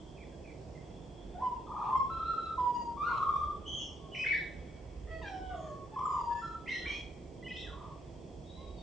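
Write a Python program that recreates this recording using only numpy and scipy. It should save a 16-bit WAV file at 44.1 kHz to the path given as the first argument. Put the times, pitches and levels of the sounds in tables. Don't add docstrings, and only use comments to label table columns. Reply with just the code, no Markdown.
import sys
import numpy as np
from scipy import signal
from scipy.fft import rfft, irfft
from scipy.io import wavfile
from scipy.ndimage import uniform_filter1d

SR = 44100
rng = np.random.default_rng(int(sys.argv[2]) if len(sys.argv) > 2 else 0)


def dump(signal):
    limited = np.clip(np.atleast_2d(signal).T, -1, 1)
    pcm = np.round(limited * 32767).astype(np.int16)
    wavfile.write(sys.argv[1], SR, pcm)


def amplitude_ratio(level_db):
    exponent = np.asarray(level_db, float) / 20
    return 10 ** exponent


N = 388962


def level(x, db):
    return x * amplitude_ratio(db) / np.sqrt(np.mean(x ** 2))


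def on_log(table, hz):
    table = np.array(table)
    return np.interp(np.log(np.maximum(hz, 1)), np.log(table[:, 0]), table[:, 1])


def walk(rate):
    hold = int(SR / rate)
    held = np.repeat(rng.standard_normal(3000)[:N // hold + 1], hold)[:N]
    return 1.3 * uniform_filter1d(uniform_filter1d(held, hold), hold)


def band(hz, width):
    f = np.fft.rfftfreq(N, 1 / SR)
    bell = np.exp(-.5 * ((f - hz) / width) ** 2)
    return level(irfft(rfft(rng.standard_normal(N)) * bell, N), 0)


def bell_time():
    return np.arange(0, N / SR + .001, .001)


def swells(rows, steady_db):
    t = bell_time()
    power = amplitude_ratio(2 * steady_db)
    power = power + sum(amplitude_ratio(2 * db) * np.exp(-((t - s) / half) ** 2) for s, db, half in rows)
    return np.interp(np.arange(N) / SR, t, np.sqrt(power))


# f/Hz, level/dB per Hz
TOWN_SPECTRUM = [(25, -12.5), (45, -23), (90, -1.5), (160, -2), (260, -7), (360, -3.5), (800, -10.5),
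                 (1100, -28), (1500, -32.5), (2300, -28), (4000, -38.5), (6400, -26), (8200, -46),
                 (9200, -49)]
# f/Hz, likeness/0-1
TOWN_LIKENESS = [(30, 1), (300, 0.79), (1000, 0.37), (4000, 0.31), (9000, 0.1)]
# f/Hz, left minus right/dB
TOWN_BALANCE = [(30, -4.5), (300, -3.5), (1500, -0.5), (6000, -0.5)]
# f/Hz, width/Hz, level/dB, swell/dB, swell rate/Hz
HUMS = [
    (150, 25, -63, 1.2, 3),
    (340, 5, -67, 2, 2),
    (390, 40, -64, 1, 2),
    (5500, 110, -86, 1.5, 3),
]


def town():
    town_db, calm_above_hz = -49.5, 1800
    out, swell, sign = 0, walk(0.25), np.array([[1], [-1]])
    for hz in 28 * 2 ** np.arange(0, 8.5, .5):
        like = np.clip(on_log(TOWN_LIKENESS, hz), 0, 1)
        shared = np.sqrt(1 + like) * band(hz, hz / 5)
        opposed = np.sqrt(1 - like) * sign * band(hz, hz / 5)
        flicker_db = 1.55 * walk(4.2) * min(1, calm_above_hz / hz)
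        db = on_log(TOWN_SPECTRUM, hz) + 10 * np.log10(hz) + 0.18 * swell + flicker_db
        out = out + (shared + opposed) * amplitude_ratio(db + sign * on_log(TOWN_BALANCE, hz) / 2)
    out = level(out, town_db)
    for hz, width, db, swell_db, rate in HUMS:
        hum_db = db + swell_db * walk(rate) + sign * on_log(TOWN_BALANCE, hz) / 2
        out = out + band(hz, width) * amplitude_ratio(hum_db)
    return out


# f/Hz, width/Hz, level/dB
ENGINE_TONES = [
    (50, 2.2, -1.5),
    (70.3, 5.6, -0.5),
    (60, 22, 0),
]
# loudest t/s, level/dB, half length/s
VEHICLE_PASSES = [
    (1.35, -49.5, 0.12),
    (2.2, -55.5, 0.63),
    (3.5, -47, 0.19),
    (4.65, -47, .12),
    (5.12, -44.5, .12),
    (5.45, -49, .1),
    (6.28, -51, 0.091),
    (7.0, -51.5, 0.32),
    (7.74, -48.5, 0.065),
    (8.8, -50.5, 0.34),
]


def rumble():
    road_db = -55.5
    roar = sum(band(hz, width) * amplitude_ratio(share_db) for hz, width, share_db in ENGINE_TONES)
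    roar = level(roar, 0.48) * swells(VEHICLE_PASSES, road_db)
    return roar * amplitude_ratio(np.array([[.5], [-.5]]) * TOWN_BALANCE[0][1])


# loudest t/s, level/dB, half length/s
FLOCK_BOUTS = [
    (.05, -64.5, 0.25),
    (1.15, -67, 0.27),
    (2.2, -65.5, 0.42),
    (4, -65.5, 0.65),
    (5.5, -66, 0.17),
    (6.5, -66.5, 0.23),
    (7.65, -61.5, 0.16),
    (8.6, -70, 0.24),
]


def chorus():
    flock_db = -76
    voices = [band(hz, 45) * amplitude_ratio(3.2 * walk(14)) for hz in (3130, 3220, 3310, 3400, 3500, 3270)]
    pair = np.array([sum(voices[:5]), sum(voices[1:])])
    return level(pair, -1.8) * swells(FLOCK_BOUTS, flock_db)


# t/s after the straight sound, level/dB
HOUSE_ECHOES = [(0, 2.5), (.01, 8), (.025, 3), (0.044, 4), (0.091, -3.5), (.14, -9), (.2, -19),
                (0.349, -31.5), (1.199, -61)]


def house_fronts():
    side_db, dull_hz = -7, 4950
    s, db = np.transpose(HOUSE_ECHOES)
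    t = np.arange(int(1.2 * SR)) / SR
    hiss = rng.standard_normal((2, len(t)))
    dull = signal.lfilter(*signal.butter(1, dull_hz, fs=SR), hiss)
    age = np.clip(t / .5, 0, 1)
    mid, side = (hiss * (1 - age) + dull * age) * amplitude_ratio(np.interp(t, s, db))
    echo = np.array([mid + amplitude_ratio(side_db) * side, mid - amplitude_ratio(side_db) * side])
    return echo / np.sqrt(np.sum(echo ** 2) / 2)


# t/s, extra level/dB, half length/s
PATH_BEATS = [(1.462, 4, .015), (1.505, -6, .008), (1.92, -6, .005), (1.945, -6, .004), (1.958, 4, .008),
              (1.98, 3, .008), (2.005, 4.5, 0.0072), (2.626, -5, .007), (2.67, 2, .012), (2.727, -11, .014),
              (2.765, 3, .015), (2.825, 4, .012), (2.845, -5, .008), (3.18, 6, .004), (3.234, 4, .008),
              (3.283, -6, .005), (3.296, 5, .012), (3.352, -6, .004), (3.363, 6, .008), (3.428, -5, .005),
              (3.438, 4, .008), (3.497, -6, .005), (3.51, 3, .01), (4.27, 3, 0.0092), (5.982, -6, .004),
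              (5.994, 4, .005), (6.048, -4, .005), (6.06, 5, 0.0055), (6.217, 4, .003), (6.23, -6, .01),
              (6.32, 4, .012), (6.345, -9, .005)]


def beats():
    t = bell_time()
    gain = amplitude_ratio(sum(db * np.exp(-((t - s) / half) ** 2) for s, db, half in PATH_BEATS))
    return np.interp(np.arange(N) / SR, t, gain)


# t/s, straight sound over echoes level/dB
STRAIGHT_OVER_ECHOES = [(.8, 1), (1.3, -5), (1.8, -7), (2.3, -5), (2.55, -6), (2.62, 1), (2.88, 1), (2.96, -6),
                        (3.3, -7.5), (3.8, -6), (4.15, -5.5), (4.4, -6), (5.1, -4), (5.5, 2), (5.9, -6.5), (6.5, -6.5),
                        (6.86, -6), (7.42, 6), (7.53, 4.5), (7.6, -5), (7.75, -0.5)]


def straight_strength():
    return amplitude_ratio(np.interp(np.arange(N) / SR, *np.transpose(STRAIGHT_OVER_ECHOES)))


def flutter(rasp, span):
    hoarse = .9
    return 1 - hoarse / 3 + hoarse * np.sqrt(2) * rasp[N - 1 - span]


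# note f/Hz, overtone lift level/dB
WINDPIPE_LIFT = [(700, 6), (880, 2), (1000, -5.5), (2000, 1), (2280, -18), (2520, -4)]


def whistle(colour, rows, waver, rasp):
    clear_hz, edge_s = 2150, 0.0054
    s, hz, db, depth = np.transpose(rows)
    span = np.arange(int(s[0] * SR), min(int(s[-1] * SR), N))
    t = span / SR
    trill_hz = colour[4]
    trill = np.cos(2 * np.pi * trill_hz * (t - s[0])) + .25 * rasp[span]
    shake = trill if trill_hz > 1 else rasp[span]
    swing = np.interp(t, s, depth) * shake
    pitch = (np.interp(t, s, hz) + swing) * (1 + waver[span])
    phase = 2 * np.pi * np.cumsum(pitch) / SR
    over_db = [*colour[:4], colour[3] - 18, colour[3] - 7]
    over = 0
    for number, part_db in enumerate(over_db, 2):
        audible = number * pitch < .45 * SR
        blur = np.where(number * pitch > clear_hz, flutter(rasp, span), 1)
        over = over + amplitude_ratio(part_db) * np.sin(number * phase) * audible * blur
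    tone = np.sin(phase) + amplitude_ratio(on_log(WINDPIPE_LIFT, pitch)) * over
    to_edge = np.minimum(t - s[0], s[-1] - t)
    edge = np.sin(np.pi / 2 * np.clip(to_edge / edge_s, 0, 1)) ** 2
    return span, np.sqrt(2) * tone * edge * amplitude_ratio(np.interp(t, s, db))


def sing(voice, notes):
    colour, shape = voice
    sung = []
    for s, length, from_hz, to_hz, db in notes:
        rows = [(s + at * length, from_hz + glide * (to_hz - from_hz), db + under_db, depth)
                for at, glide, under_db, depth in shape]
        sung.append((colour, rows))
    return sung


# t/s, length/s, start f/Hz, end f/Hz, level/dB.
CHIRP_VOICE = (-24, -41, -44, -50, 0, -3.5), [(0, 0.0071, -3.5, 30), (.4, .12, 0, 40), (.65, .45, -4.5, 40),
               (1, 1, -6, 40)]
CHIRP_NOTES = [
    (.168, .026, 2600, 2000, -57.5),
    (.2, 0.044, 2380, 1830, -57.5),
    (.438, 0.027, 2600, 1950, -57),
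    (.47, .045, 2380, 1904, -56),
    (.748, 0.036, 2135, 1830, -58.5),
]
PEEP_VOICE = (-29.5, -33, -51, -51, 0, 0.5), [(0, 0.0088, -2.5, 25), (.5, .7, 0.2, 25.1), (1, 1, -1.5, 25)]
PEEP_NOTES = [(.32, .035, 1610, 1620, -71), (.59, .06, 1587, 1584, -75), (3.99, 0.24, 1108, 1081, -61),
              (6.069, 0.13, 5020, 4860, -65.5), (6.74, .06, 5250, 5200, -63), (6.37, .06, 5270, 5320, -66),
              (6.32, .09, 7000, 7050, -68), (8.46, 0.12, 3700, 3980, -57), (8.57, .11, 3970, 3800, -59.5),
              (8.75, 0.049, 4600, 4410, -63), (8.78, 0.032, 3660, 3650, -53)]


def chirps_and_peeps():
    return sing(CHIRP_VOICE, CHIRP_NOTES) + sing(PEEP_VOICE, PEEP_NOTES)


WISP_VOICE = (-40, -50, -60, -60, 0, -0.5), [(0, 0, -2, 201), (.3, .4, 0, 260), (1, 1, -5, 260)]
WISP_NOTES = [(5.26, .13, 5600, 5330, -65), (7.553, .06, 5900, 5700, -62), (6.868, .1, 5700, 5550, -57),
              (6.7, 0.09, 5300, 5150, -59), (4.143, .04, 5900, 5500, -60), (7.505, 0.077, 3950, 4100, -57),
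              (3.08, .1, 2050, 2900, -58.5), (3.06, .14, 4600, 3600, -60.5), (6.87, 0.082, 4400, 4900, -64),
              (3.79, .08, 5750, 5600, -57), (6.03, .17, 7200, 7000, -63), (5.55, .15, 6900, 6500, -66),
              (4.3, .1, 5600, 5000, -65), (4.35, 0.091, 4150, 3500, -55.5), (4.19, .035, 6100, 5600, -59),
              (4.26, .09, 4000, 4500, -58.5), (6.86, 0.092, 3100, 2900, -53), (6.74, .09, 3250, 3350, -50),
              (7.49, .06, 3050, 3150, -47.5), (5.22, .1, 2600, 2500, -64)]


def rough_wisps():
    return sing(WISP_VOICE, WISP_NOTES)


NASAL_VOICE = (-5, -7.5, -20.5, -24, 0, -0.5), [(0, 0, -2.5, 25), (.3, .6, -.1, 13), (1, 1, -10, 25)]
NASAL_NOTES = [
    (6.85, 0.075, 1080, 1200, -55.5),
    (6.81, 0.054, 1530, 1400, -62),
    (8.57, .15, 1030, 1110, -59.5),
]
RASP_VOICE = (-23, -34, -47, -45.5, 0, 0), [(0, 0, -0.5, 170.4), (.33, 1.9, -3.5, 260), (1, 1, -9.5, 330)]
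RASP_NOTES = [
    (6.715, .115, 2450, 2960, -48),
    (7.553, .075, 3050, 3250, -41),
    (4.335, .065, 1750, 1900, -36.5),
    (7.563, 0.091, 3500, 3650, -45),
    (6.856, 0.11, 3700, 4000, -52.5),
    (4.245, .12, 3200, 3500, -53),
]
# a colour, then t/s, f/Hz, level/dB, rasp depth f/Hz
SQUEAL_NOTES = [
    ((-33, -47, -28, -45, 0, -1.5), [(6.657, 1995, -48, 120), (6.68, 2900, -45.5, 150.4), (6.705, 3800, -45, 119), (6.725, 4120, -47, 80), (6.83, 4080, -53, 90)]),
    ((-23, -27, -50, -37, 0, -1.5), [(6.672, 1952, -40, 110), (6.69, 2175, -33.5, 60), (6.715, 1954, -38.5, 60), (6.79, 1927, -45, 50)]),
    ((-24, -31.5, -36.5, -32, 0, -.5), [(6.849, 903, -51, 110), (6.856, 1806, -41, 100), (6.863, 2374, -32.5, 60), (6.9, 2277, -40.5, 130), (6.94, 2470, -43.5, 20), (6.99, 2430, -58, 18)]),
    ((-6, -36, -50, -44, 0, 1), [(7.48, 2520, -45, 15), (7.52, 2580, -47, 40), (7.532, 2580, -55, 60), (7.545, 2580, -47.5, 58), (7.59, 2620, -53, 90), (7.62, 2660, -60, 110)]),
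    ((-30, -23, -41, -44, 0, 0), [(7.535, 2008, -55, 60), (7.64, 2010, -59, 40), (7.665, 1750, -53.5, 60), (7.71, 1180, -56, 60), (7.718, 1120, -66, 60)]),
    ((-25, -21, -40, -44, 0, .1), [(7.724, 1110, -50, 60), (7.76, 1050, -56, 150), (7.83, 1061, -50.5, 170), (7.9, 1040, -54.5, 171), (7.94, 1034, -53, 90)]),
    ((-17, -33, -43, -48.5, 0, -2), [(4.112, 2900, -60, 60), (4.125, 3006, -50, 70), (4.144, 3010, -43, 60), (4.149, 2344, -35, 60), (4.157, 1720, -43, 90)]),
    ((-21, -37, -45, -50, 0, 1), [(4.15, 3050, -44, 80), (4.2, 3030, -47, 90), (4.22, 3000, -60, 120), (4.25, 3000, -53, 130), (4.3, 2980, -53, 130), (4.31, 2980, -58, 130)]),
]


def harsh_notes():
    return SQUEAL_NOTES + sing(NASAL_VOICE, NASAL_NOTES) + sing(RASP_VOICE, RASP_NOTES)


PIP_VOICE = (-20, -34.5, -53, -45, 0, -0.5), [(0, 0.01, -4, 15), (.4, .3, -0.5, 25), (.75, .7, -1.5, 25),
             (1, 1, -10, 15)]
PIP_NOTES = [
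    (7.424, 0.019, 2000, 1960, -50),
    (7.462, .022, 2000, 1980, -44),
    (7.503, 0.026, 2000, 2040, -41),
    (7.441, .04, 2840, 3080, -46.5),
]
DROP_VOICE = (-16, -32, -43.5, -48.5, 0, -.7), [(0, .3, -5, 90), (.17, 0.04, -2, 25), (.78, 0.004, 0, 15),
              (.85, .55, 0, 60), (1, 1, -8.5, 98)]
DROP_NOTES = [
    (4.168, .087, 2570, 1342, -35),
    (4.258, .082, 2271, 1603, -27),
]


def short_calls():
    return sing(PIP_VOICE, PIP_NOTES) + sing(DROP_VOICE, DROP_NOTES)


# a colour, then t/s, f/Hz, level/dB, trill depth f/Hz
TRILL_NOTES = [
    ((-33, -34, -47, -39, 20, 1), [(1.668, 1090, -46, 170), (1.75, 1030, -39, 235), (1.86, 1020, -35, 215), (1.9, 1000, -33, 110), (1.925, 1025, -29, 25), (1.95, 1055, -26, 10), (2.0, 1078, -26, 0.5), (2.04, 1082, -39, 5.5), (2.1, 1075, -40.5, 20)]),
    ((-31.5, -25.5, -39.5, -37.5, 14.5, .5), [(3.1, 1198, -32.5, 160), (3.2, 1181, -33.5, 109.8), (3.3, 1170, -32, 69.8), (3.42, 1160, -35, 45), (3.52, 1169, -44.5, 30)]),
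    ((-11.5, -43, -55, -43, 43.5, .5), [(3.65, 2924, -57, 122.5), (3.67, 3134, -40, 149.8), (3.78, 3228, -36.5, 124), (3.8, 3060, -43, 230), (3.87, 3080, -54, 230)]),
    ((-30.5, -28.5, -55, -34.5, 30, 0.5), [(5.958, 1073, -33, 43.3), (6.05, 1112, -35.5, 110.7), (6.14, 1110, -33, 129.5), (6.215, 957, -36.5, 80)]),
]


def trills():
    return TRILL_NOTES


SWELL_VOICE = (-20, -27, -28, -46, 0, 0), [(0, 0, -14, 0), (.5, .1, -5.5, 0), (1, 1, 1.2, 0)]
SWELL_NOTES = [
    (5.915, .035, 882, 850, -42),
    (6.29, .12, 1723, 1774, -44.5),
]
HELD_VOICE = (-37, -33.5, -47.5, -27.5, 0, -2), [(0, 0.0064, -1, 6), (.2, .45, -0.5, 4), (.52, .75, 0, 4.3),
              (.75, .9, -4, 4), (1, 0.97, -13.5, 4)]
HELD_NOTES = [
    (2.575, .355, 1017, 937.3, -31),
    (6.215, 0.17, 957.7, 944.8, -34),
]
FADING_VOICE = (-32.5, -27, -41, -34.5, 0, -0.3), [(0, 0.032, -3.5, 0.5), (.15, .1, -0.4, 0.5),
                (.45, .6, -8, 8), (1, 1, -17.5, 30.5)]
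FADING_NOTES = [
    (1.417, .163, 1031, 935, -31),
    (6.416, 0.14, 1352, 1296, -35),
]
WARBLE_VOICE = (-31, -20.5, -44, -49, 0, 0.2), [(0, 0.013, -8, 0.0024), (.42, 1, 0, 0), (.75, .97, -0.5, 0),
                (1, 0.021, -6.5, 0.0019)]
WARBLE_NOTES = [
    (2.215, 0.13, 1253, 1351, -30.5),
    (2.34, 0.1293, 1245, 1337, -33.5),
    (2.47, 0.066, 1242, 1270, -39.5),
]
# a colour as in whistle(), then t/s,
# f/Hz, level/dB, rasp depth f/Hz
SINGLE_NOTES = [
    ((-16.5, -40, -52, -50, 0, 0.5), [(6.866, 3230, -44.5, 130), (6.9, 3223, -43.5, 110), (6.94, 3280, -42, 90), (6.975, 3280, -54, 90)]),
    ((-27, -42, -48, -45, -0.5, 0), [(1.345, 706, -41.5, -0.5), (1.385, 769, -42.5, 2.5), (1.4, 891, -43, 9), (1.419, 1017, -35, 0)]),
    ((-24, -24.5, -37.5, -39.5, 0, 1), [(2.966, 1091, -46.5, -0.5), (2.98, 1152, -33, 0), (3.02, 1187, -30.5, 0), (3.045, 1359, -37.5, 8), (3.07, 1449, -32, 8), (3.082, 1398, -35, 8.5), (3.094, 961, -36.5, 9), (3.11, 950, -40, 9)]),
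                ((-30, -22.5, -41.5, -49, 0, -0.5), [(2.097, 1310, -36, 0.0039), (2.17, 1340, -31.5, 0.0014), (2.215, 1254, -42.5, 0)]),
    ((-16, -11, -23, -22, 0, -2.5), [(5.068, 642, -53.5, 64), (5.1, 648, -55, 30), (5.112, 653, -46, 3.4), (5.17, 644.6, -50, 3.5), (5.2, 630, -55, 5.5)]),
    ((1, -10.5, -10, -15.5, 0, .5), [(5.213, 1018, -46, 10), (5.233, 880, -51.5, 15), (5.255, 819.5, -50, 10), (5.29, 778, -50, 10)]),
    ((-18, -33.5, -29, -36, 0, -1.5), [(5.28, 785, -47.5, 15), (5.35, 751, -41.5, 10), (5.42, 753.4, -45, 5), (5.47, 748, -40.5, 4), (5.52, 736.6, -40, 4), (5.54, 712, -42.5, 5.4)]),
    ((-33, -37, -47, -32.5, 2, -2.5), [(5.535, 715, -41, 0), (5.57, 645, -46.5, -0.3), (5.6, 634, -49, 8), (5.68, 625, -45.5, 7.5), (5.72, 599.5, -44.5, 5), (5.75, 598, -56, 5)]),
    ((-25, -31, -34, -29, 0, 0), [(5.5, 1235, -62, 30), (5.55, 1174, -52.5, 70), (5.64, 1140, -54, 60), (5.71, 1111, -49.5, 22), (5.79, 1103, -53.5, 27), (5.87, 1085, -61.5, 35)]),
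]


def flute_notes():
    smooth = sing(SWELL_VOICE, SWELL_NOTES) + sing(HELD_VOICE, HELD_NOTES)
    gliding = sing(FADING_VOICE, FADING_NOTES) + sing(WARBLE_VOICE, WARBLE_NOTES)
    return SINGLE_NOTES + smooth + gliding


def birds():
    cross_db, lock_hz, rasp_rate = -13.5, 160, 220
    notes = chirps_and_peeps() + rough_wisps() + harsh_notes() + short_calls() + trills() + flute_notes()
    waver, rasp = .003 * walk(40), np.tanh(walk(rasp_rate))
    out, sung = np.zeros((2, N)), np.zeros(N)
    for colour, rows in notes:
        span, note = whistle(colour, rows, waver, rasp)
        power = uniform_filter1d(sung[span] ** 2 + note ** 2, size=200)
        both = np.sqrt(np.abs(power) + 1e-12)
        steady = np.mean(np.transpose(rows)[3]) < lock_hz
        cross = steady * amplitude_ratio(cross_db) * sung[span] * note / both * flutter(rasp, span)
        sung[span] += steady * note
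        out[:, span] += (note + cross) * amplitude_ratio(np.array([[.5], [-.5]]) * colour[5])
    return out


def scene():
    song_db, shadow_hz = .7, 2600
    garden = house_fronts()
    straight = straight_strength()
    song = birds() * amplitude_ratio(song_db) / np.sqrt(1 + straight ** 2)
    shaded = signal.lfilter(*signal.butter(2, shadow_hz, fs=SR), song)
    echoed = signal.fftconvolve(song, garden, axes=1)[:, :N]
    heard = shaded * straight + echoed
    return heard * beats() + town() + rumble() + chorus()


def low_pass(x):
    return signal.sosfilt(signal.butter(12, 8990, fs=SR, output="sos"), x)


def record(dry):
    top_hz = 8820
    slowed = signal.sosfilt(signal.ellip(8, .2, 60, top_hz, fs=SR, output="sos"), dry)
    return low_pass(slowed)


dry = scene()
out = record(dry)
dump(out)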